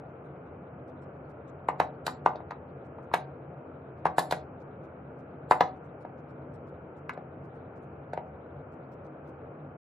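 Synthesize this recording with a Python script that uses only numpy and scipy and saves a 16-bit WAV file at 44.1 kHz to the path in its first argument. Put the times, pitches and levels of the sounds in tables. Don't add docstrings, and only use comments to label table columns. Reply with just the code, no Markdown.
import sys
import numpy as np
from scipy import signal
from scipy.fft import rfft, irfft, next_fast_len
from scipy.io import wavfile
from scipy.ndimage import uniform_filter1d

SR = 44100
rng = np.random.default_rng(int(sys.argv[2]) if len(sys.argv) > 2 else 0)


def gain_from_db(level_db):
    decades = np.asarray(level_db, float) / 20
    return 10 ** decades


def dump(signal):
    limited = np.clip(np.atleast_2d(signal).T, -1, 1)
    pcm = np.round(limited * 32767).astype(np.int16)
    wavfile.write(sys.argv[1], SR, pcm)


N = 433503

# (frequency [Hz], level per Hz [dB])
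HUM_COLOUR = [(30, -25), (56, -30.5), (66, -14), (105, -17.5), (125, -1.5), (230, -11.5), (520, -7.5),
              (700, -11.5), (1000, -20), (1400, -19), (1900, -33.5), (2380, -33.5), (3100, -46),
              (3600, -46.5)]
# (frequency [Hz], left-right correlation [-1 to 1])
HUM_LIKENESS = [(60, 1.0), (150, 1), (380, 0.91), (950, 0.55), (2380, 0.21), (5980, -0.39), (15000, 0.07)]
# (frequency [Hz], width [Hz], rms level [dB])
HUM_RESONANCES = [(75.2, 6, -63), (90.4, 16, -57.5), (143.3, 10, -55.5), (256.3, 12, -59.5),
                  (317.8, 13, -61.5), (453.4, 16, -62)]
# (time [s], level [dB])
FLECKS = [(0.89, -86), (1.032, -84.5), (1.306, -86.5), (1.49, -80.5), (2.858, -90), (4.615, -86),
          (4.848, -88), (5.199, -88.5), (6.019, -83.5), (6.302, -86), (6.55, -81.5), (6.684, -87.5),
          (6.981, -89.5), (7.771, -88), (8.93, -84), (9.058, -84.5), (0.257, -94), (3.039, -90),
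          (3.991, -91), (5.766, -91), (5.853, -88), (6.192, -90.5), (7.45, -89), (7.559, -89),
          (7.835, -88.5), (8.733, -89), (9.285, -87.5)]
# (time [s], fizz level [dB], tick against fizz [dB])
SNAPS = [(1.686, -52.5, -3), (1.8, -47, -8), (2.066, -38, -7.5), (2.261, -48.5, -7), (2.358, -85, 28),
         (3.142, -42.5, -2), (4.057, -53, -7), (4.183, -36.5, -3.5), (4.191, -33, -1.5), (4.312, -40.5, -1),
         (4.324, -47.5, -1), (5.511, -39, -3), (5.523, -52.5, -23.5), (5.608, -63, -6), (7.134, -64, -1),
         (8.135, -60.5, -4)]
# (time [s], blow level [dB], knock pitch [Hz], slat against blow [dB], tick against blow [dB])
KNOCKS = [(1.687, -12, 858, -11.5, -50.5), (1.801, -9, 775, -9.5, -29.5), (2.067, -23.5, 670, -3, -4),
          (2.261, -6, 853, -13, -39.5), (2.509, -27.5, 892, -6, -23.5), (3.139, -11, 785, -3.5, -23.5),
          (4.055, -9.5, 818, -10.5, -38.5), (4.183, -9, 782, -9.5, -31), (4.311, -21, 808, -9, -11),
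          (5.511, -4, 847, -15.5, -32), (5.608, -7.5, 746, -8.5, -25), (7.095, -26, 1016, 1, -27),
          (8.134, -23, 644, -12.5, -32.5), (8.176, -20, 674, -16, -41.5)]
BOUNCES = [
    (2.079, -20, 872, -8.5, -41),
    (2.519, -31, 900, -10, -40),
    (3.1433, -23.5, 826, -20, -13.5),
    (4.067, -24.5, 807, -3.5, -22.5),
    (4.324, -14.5, 687, -7.5, -24),
    (5.519, -11, 914, -4.5, -46.5),
    (5.612, -10.5, 917, -21, -27.5),
]
# (time [s], blow level [dB], knock pitch [Hz])
TOUCHES = [
    (2.356, -27.5, 683),
    (2.404, -33.5, 716),
    (2.985, -36, 850),
    (3.115, -32, 960),
    (6.05, -29.5, 673),
    (7.176, -28, 587),
]
# (frequency [Hz], level [dB])
SLAT_COLOUR = [(900, -19.5), (1250, 5.5), (1550, 4), (2000, -1.5), (2350, -7), (2900, -14.5), (3600, -35)]
# (frequency [Hz], level [dB])
TICK_COLOUR = [(2000, -23), (2800, -8), (3900, 5.5), (4500, 0), (5300, -7), (6200, -9), (7500, -29)]
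# (frequency [Hz], level [dB])
FIZZ_COLOUR = [(5500, -30), (7300, 6.5), (8500, -2.5), (10200, 2.5), (11800, -6), (13200, -2),
               (14800, -12.5), (15800, -26), (16400, -61.5)]
# (frequency [Hz], level [dB], t60 [s])
PANEL_MODES = [(624, -3, 0.29), (753.5, -2, 0.22), (969, -3, 0.12), (1146, -6, 0.264), (1572, -23.5, 0.19),
               (1885, -30, 0.14), (1888, -25.5, 0.031), (2140, -36.5, 0.18), (2191, -39, 0.1277),
               (2990, -35.5, 0.36), (2820, -39, 0.16), (3871, -39, 0.081)]
# (frequency [Hz], level [dB], t60 [s])
BOX_AIR = (170, -41, 0.2)
# (delay [s], left level [dB], right level [dB])
ECHOES = [(.0040, -19.5, -29), (.0098, -16, -15), (0.0121, -12, -17.5), (.017, -23.5, -11.5),
          (.021, -19.5, -17.5)]
# (frequency [Hz], t60 [s])
ROOM_DECAY = [(200, 0.26), (530, 0.32), (1390, 0.22), (3680, 0.22), (9700, 0.25)]
# (frequency [Hz], left minus right [dB])
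PORT_LEAN = [(60, 0.5), (150, 0), (380, 2), (950, 2), (2380, -0.5), (5980, -1.5), (15000, 0)]
# (frequency [Hz], left leads by [rad])
PORT_LEAD = [(300, 0), (600, -.25), (850, -.35), (1120, -.8), (1800, -1.2), (2150, .3), (4000, .6)]

HUM_DB, GRAIN_DB = -44.5, -100
FAINT_PER_S, FAINT_DB, FAINT_SPREAD_DB = 1, -97, 3
TOUCH_SLAT_DB, TOUCH_TICK_DB = -16.5, -41.5
FIZZ_UNDER_TICK_DB = -31
SMEAR_DB = -26
LEAD_IN_S = 0.025
CONTACT_S = 0.0013
TOP_HZ = 15900
CUT_S, FADE_S = 9.77, 0.011


def evened(x):
    return x / np.sqrt(np.mean(x ** 2) + 1e-20)


def read(points, hz):
    f, value = np.transpose(points)
    return np.interp(np.log(hz + 1), np.log(f + 1), value)


def patchy(shape, across, along):
    patches = uniform_filter1d(rng.standard_normal(shape), size=across, axis=0)
    return evened(uniform_filter1d(patches, size=along, axis=1))


def tinted(x, colour):
    size = x.shape[-1]
    gain = gain_from_db(read(colour, np.fft.rfftfreq(size, 1 / SR)))
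    return evened(irfft(rfft(x) * gain, size))


def add(mix, s, sound):
    part = mix[..., round(s * SR):][..., :sound.shape[-1]]
    part += sound[..., :part.shape[-1]]


def swell(t, rise, t60):
    after = np.maximum(t, 0)
    shape = after / (after + rise) * gain_from_db(-60 * after / t60)
    smear = gain_from_db(-20 + 2000 * t) * (t < 0)
    return shape / shape.max() + smear


def hum():
    frames, hz = N // 1024 + 5, np.fft.rfftfreq(4096, 1 / SR)
    a, b, c, d = rng.standard_normal((4, len(hz), frames))
    patches_db = 0.6 * patchy((len(hz), frames), 40, 2)
    likeness = np.clip(read(HUM_LIKENESS, hz), -1, 1)[:, None]
    left = a + 1j * b
    right = likeness * left + np.sqrt(1 - likeness ** 2) * (c + 1j * d)
    colour_db = read(HUM_COLOUR, hz) - 0.005 * np.maximum(hz - 3600, 0)
    z = np.array([left, right]) * gain_from_db(colour_db[:, None] + patches_db)
    wash = signal.istft(z, nperseg=4096, noverlap=3072)[1][:, :N]
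    wash = gain_from_db(HUM_DB - 1.5) * evened(wash)

    size = next_fast_len(N)
    fine_hz = np.fft.rfftfreq(size, 1 / SR)
    lumps = sum(gain_from_db(2 * db) / width * np.exp(-np.pi * ((fine_hz - f) / width) ** 2)
                for f, width, db in HUM_RESONANCES)
    resonances = irfft(rfft(rng.standard_normal(size)) * np.sqrt(lumps * SR / 2), size)[:N]
    return wash + resonances


def flecks():
    gate = np.zeros(N)
    window = signal.windows.tukey(1700, 0.5)
    when, size = rng.random((round(FAINT_PER_S * N / SR), 2)).T
    faint_s = 0.03 + when * (CUT_S - 0.1)
    faint_db = FAINT_DB + FAINT_SPREAD_DB * (2 * size - 1)
    for s, db in [*FLECKS, *zip(faint_s, faint_db)]:
        add(gate, s - 0.019, gain_from_db(db + 5.0) * window)
    hz, _, z = signal.stft(rng.standard_normal((2, N)), SR, nperseg=1024)
    ragged = patchy(z.shape[1:], 16, 4)
    hz = hz[:, None]
    z *= (ragged > (hz - 7500) / 2500) * (hz > 3200)
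    hiss = evened(signal.istft(z, SR, nperseg=1024)[1][:, :N])
    return gate * hiss + gain_from_db(GRAIN_DB) * rng.standard_normal((2, N))


def snap(row, grit):
    s, fizz_db, tick_db = row
    t = np.arange(grit.shape[1]) / SR - LEAD_IN_S
    grit = grit[0] + 0.5 * grit[1:]
    smear = gain_from_db(SMEAR_DB) * np.sin(np.pi / 2 * np.clip(1 + t / LEAD_IN_S, 0, 1)) * (t < 0)
    tick = (swell(t, 0.0012, 0.043) + smear) * tinted(grit, TICK_COLOUR) * gain_from_db(tick_db - 1.5)
    fizz = (swell(t, 0.00099, 0.033) + smear) * tinted(grit, FIZZ_COLOUR) * gain_from_db(-4.0)
    return gain_from_db(fizz_db) * (fizz + tick)


def knock(row, grit):
    s, blow_db, hz, slat_db, tick_db = row
    t = np.arange(grit.shape[1]) / SR - LEAD_IN_S
    late = t - 0.003
    turns = hz * late * (1 - 90 * np.minimum(late, 0))
    body_width = np.where(late < 0, 0.0014, 0.0015)
    body = -np.cos(2 * np.pi * turns) * np.exp(-(late / body_width) ** 2)
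    ring_shape = swell(late, 0.0033, 0.074) * (late > 0)
    lever = np.sin(2 * np.pi * 1.4 * hz * t) * ring_shape * gain_from_db(-21.5)
    thud = -np.cos(2 * np.pi * 0.49 * hz * late) * np.exp(-(late / 0.0016) ** 2) * gain_from_db(-13.5)
    grit = grit[0] + 0.5 * grit[1:]
    slat = swell(t, 0.00043, 0.032) * tinted(grit, SLAT_COLOUR) * gain_from_db(slat_db - 5.5)
    tick = swell(t, 0.0004, 0.025) * tinted(grit, TICK_COLOUR) * gain_from_db(tick_db - 2.5)
    fizz = swell(t, 0.00099, 0.05) * tinted(grit, FIZZ_COLOUR) * gain_from_db(tick_db + FIZZ_UNDER_TICK_DB)
    return gain_from_db(blow_db) * (body + lever + thud + slat + tick + fizz)


def box(x):
    t = np.arange(SR // 4) / SR
    panels = sum(gain_from_db(0.3 * db - 60 * t / t60) * np.sin(2 * np.pi * hz * t) for hz, db, t60 in PANEL_MODES)
    hz, db, t60 = BOX_AIR
    air = gain_from_db(db - 60 * t / t60) * np.sin(2 * np.pi * hz * t)
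    return x + signal.oaconvolve(x.mean(0), gain_from_db(-55.5) * panels + air)[:N]


def room(x):
    taps = np.zeros((2, SR // 2))
    slots = np.arange(300, SR // 2 - 20, 20)
    at = slots + rng.integers(0, 20, (2, (SR // 2 - 301) // 20))
    np.put_along_axis(taps, at, rng.choice([-1., 1.], at.shape), 1)
    taps = taps + 0.45 * taps[::-1]
    hz, t, z = signal.stft(taps, SR, nperseg=256)
    decay = gain_from_db(-60 * t / read(ROOM_DECAY, hz)[:, None])
    tail = signal.istft(z * decay, SR, nperseg=256)[1]
    echoes = np.zeros_like(tail)
    for s, left_db, right_db in ECHOES:
        echoes[:, round(s * SR)] = gain_from_db([left_db, right_db])
    dull_echoes = signal.lfilter(*signal.butter(2, 2500, fs=SR), echoes)
    path = gain_from_db(-8.5) * tail / np.linalg.norm(tail[0]) + dull_echoes
    return x + signal.oaconvolve(x, path, axes=1)[:, :N]


def scene():
    levers = np.zeros((2, N))
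    touches = [(*row, TOUCH_SLAT_DB, TOUCH_TICK_DB) for row in TOUCHES]
    grits = rng.standard_normal((48, 3, 4000))
    for row, grit in zip(KNOCKS + BOUNCES + touches, grits):
        add(levers, row[0] - CONTACT_S - LEAD_IN_S, knock(row, grit))
    for row, grit in zip(SNAPS, grits[::-1]):
        add(levers, row[0] - CONTACT_S - LEAD_IN_S, snap(row, grit))
    return room(box(levers)) + hum()


def ports(dry):
    size = next_fast_len(N + 4096)
    hz = np.fft.rfftfreq(size, 1 / SR)
    low_cut = 1 / np.sqrt(1 + (55 / (hz + 1)) ** 4)
    band = low_cut / (1 + (hz / TOP_HZ) ** 60)
    port = gain_from_db(read(PORT_LEAN, hz) / 2) * np.exp(0.5j * read(PORT_LEAD, hz))
    return irfft(rfft(dry, size) * band * np.array([port, 1 / port]), size)[:, :N]


def starve(x):
    hz, _, z = signal.stft(x, SR, nperseg=1024)
    power = (abs(z) ** 2).mean(0)
    whole_db = 10 * np.log10(power.sum(0) + 1e-14)
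    edges = np.arange(76, 400, 18)
    band_db = 10 * np.log10(np.add.reduceat(power, edges) + 1e-14)
    whim_db = 2.4 * patchy(band_db.shape, 1, 3)
    whim_db = whim_db + 0.039 * np.abs(edges[:, None] - 110)
    floor_db = np.maximum(whole_db - 50, -85) + whim_db
    keep = 1 / (1 + gain_from_db(6 * (floor_db - band_db).clip(-20, 20)))
    band_of_bin = np.searchsorted(edges, np.arange(edges[0], len(hz)), "right") - 1
    z[:, edges[0]:] *= keep[band_of_bin]
    return signal.istft(z, SR, nperseg=1024)[1][:, :N]


def top_cut(x):
    return signal.sosfilt(signal.butter(12, 16330, fs=SR, output="sos"), x)


def record(dry):
    heard = starve(ports(dry)) + flecks()
    fade = np.clip((CUT_S - np.arange(N) / SR) / FADE_S, 0, 1)
    return top_cut(heard * fade)


dry = scene()
out = record(dry)
dump(out)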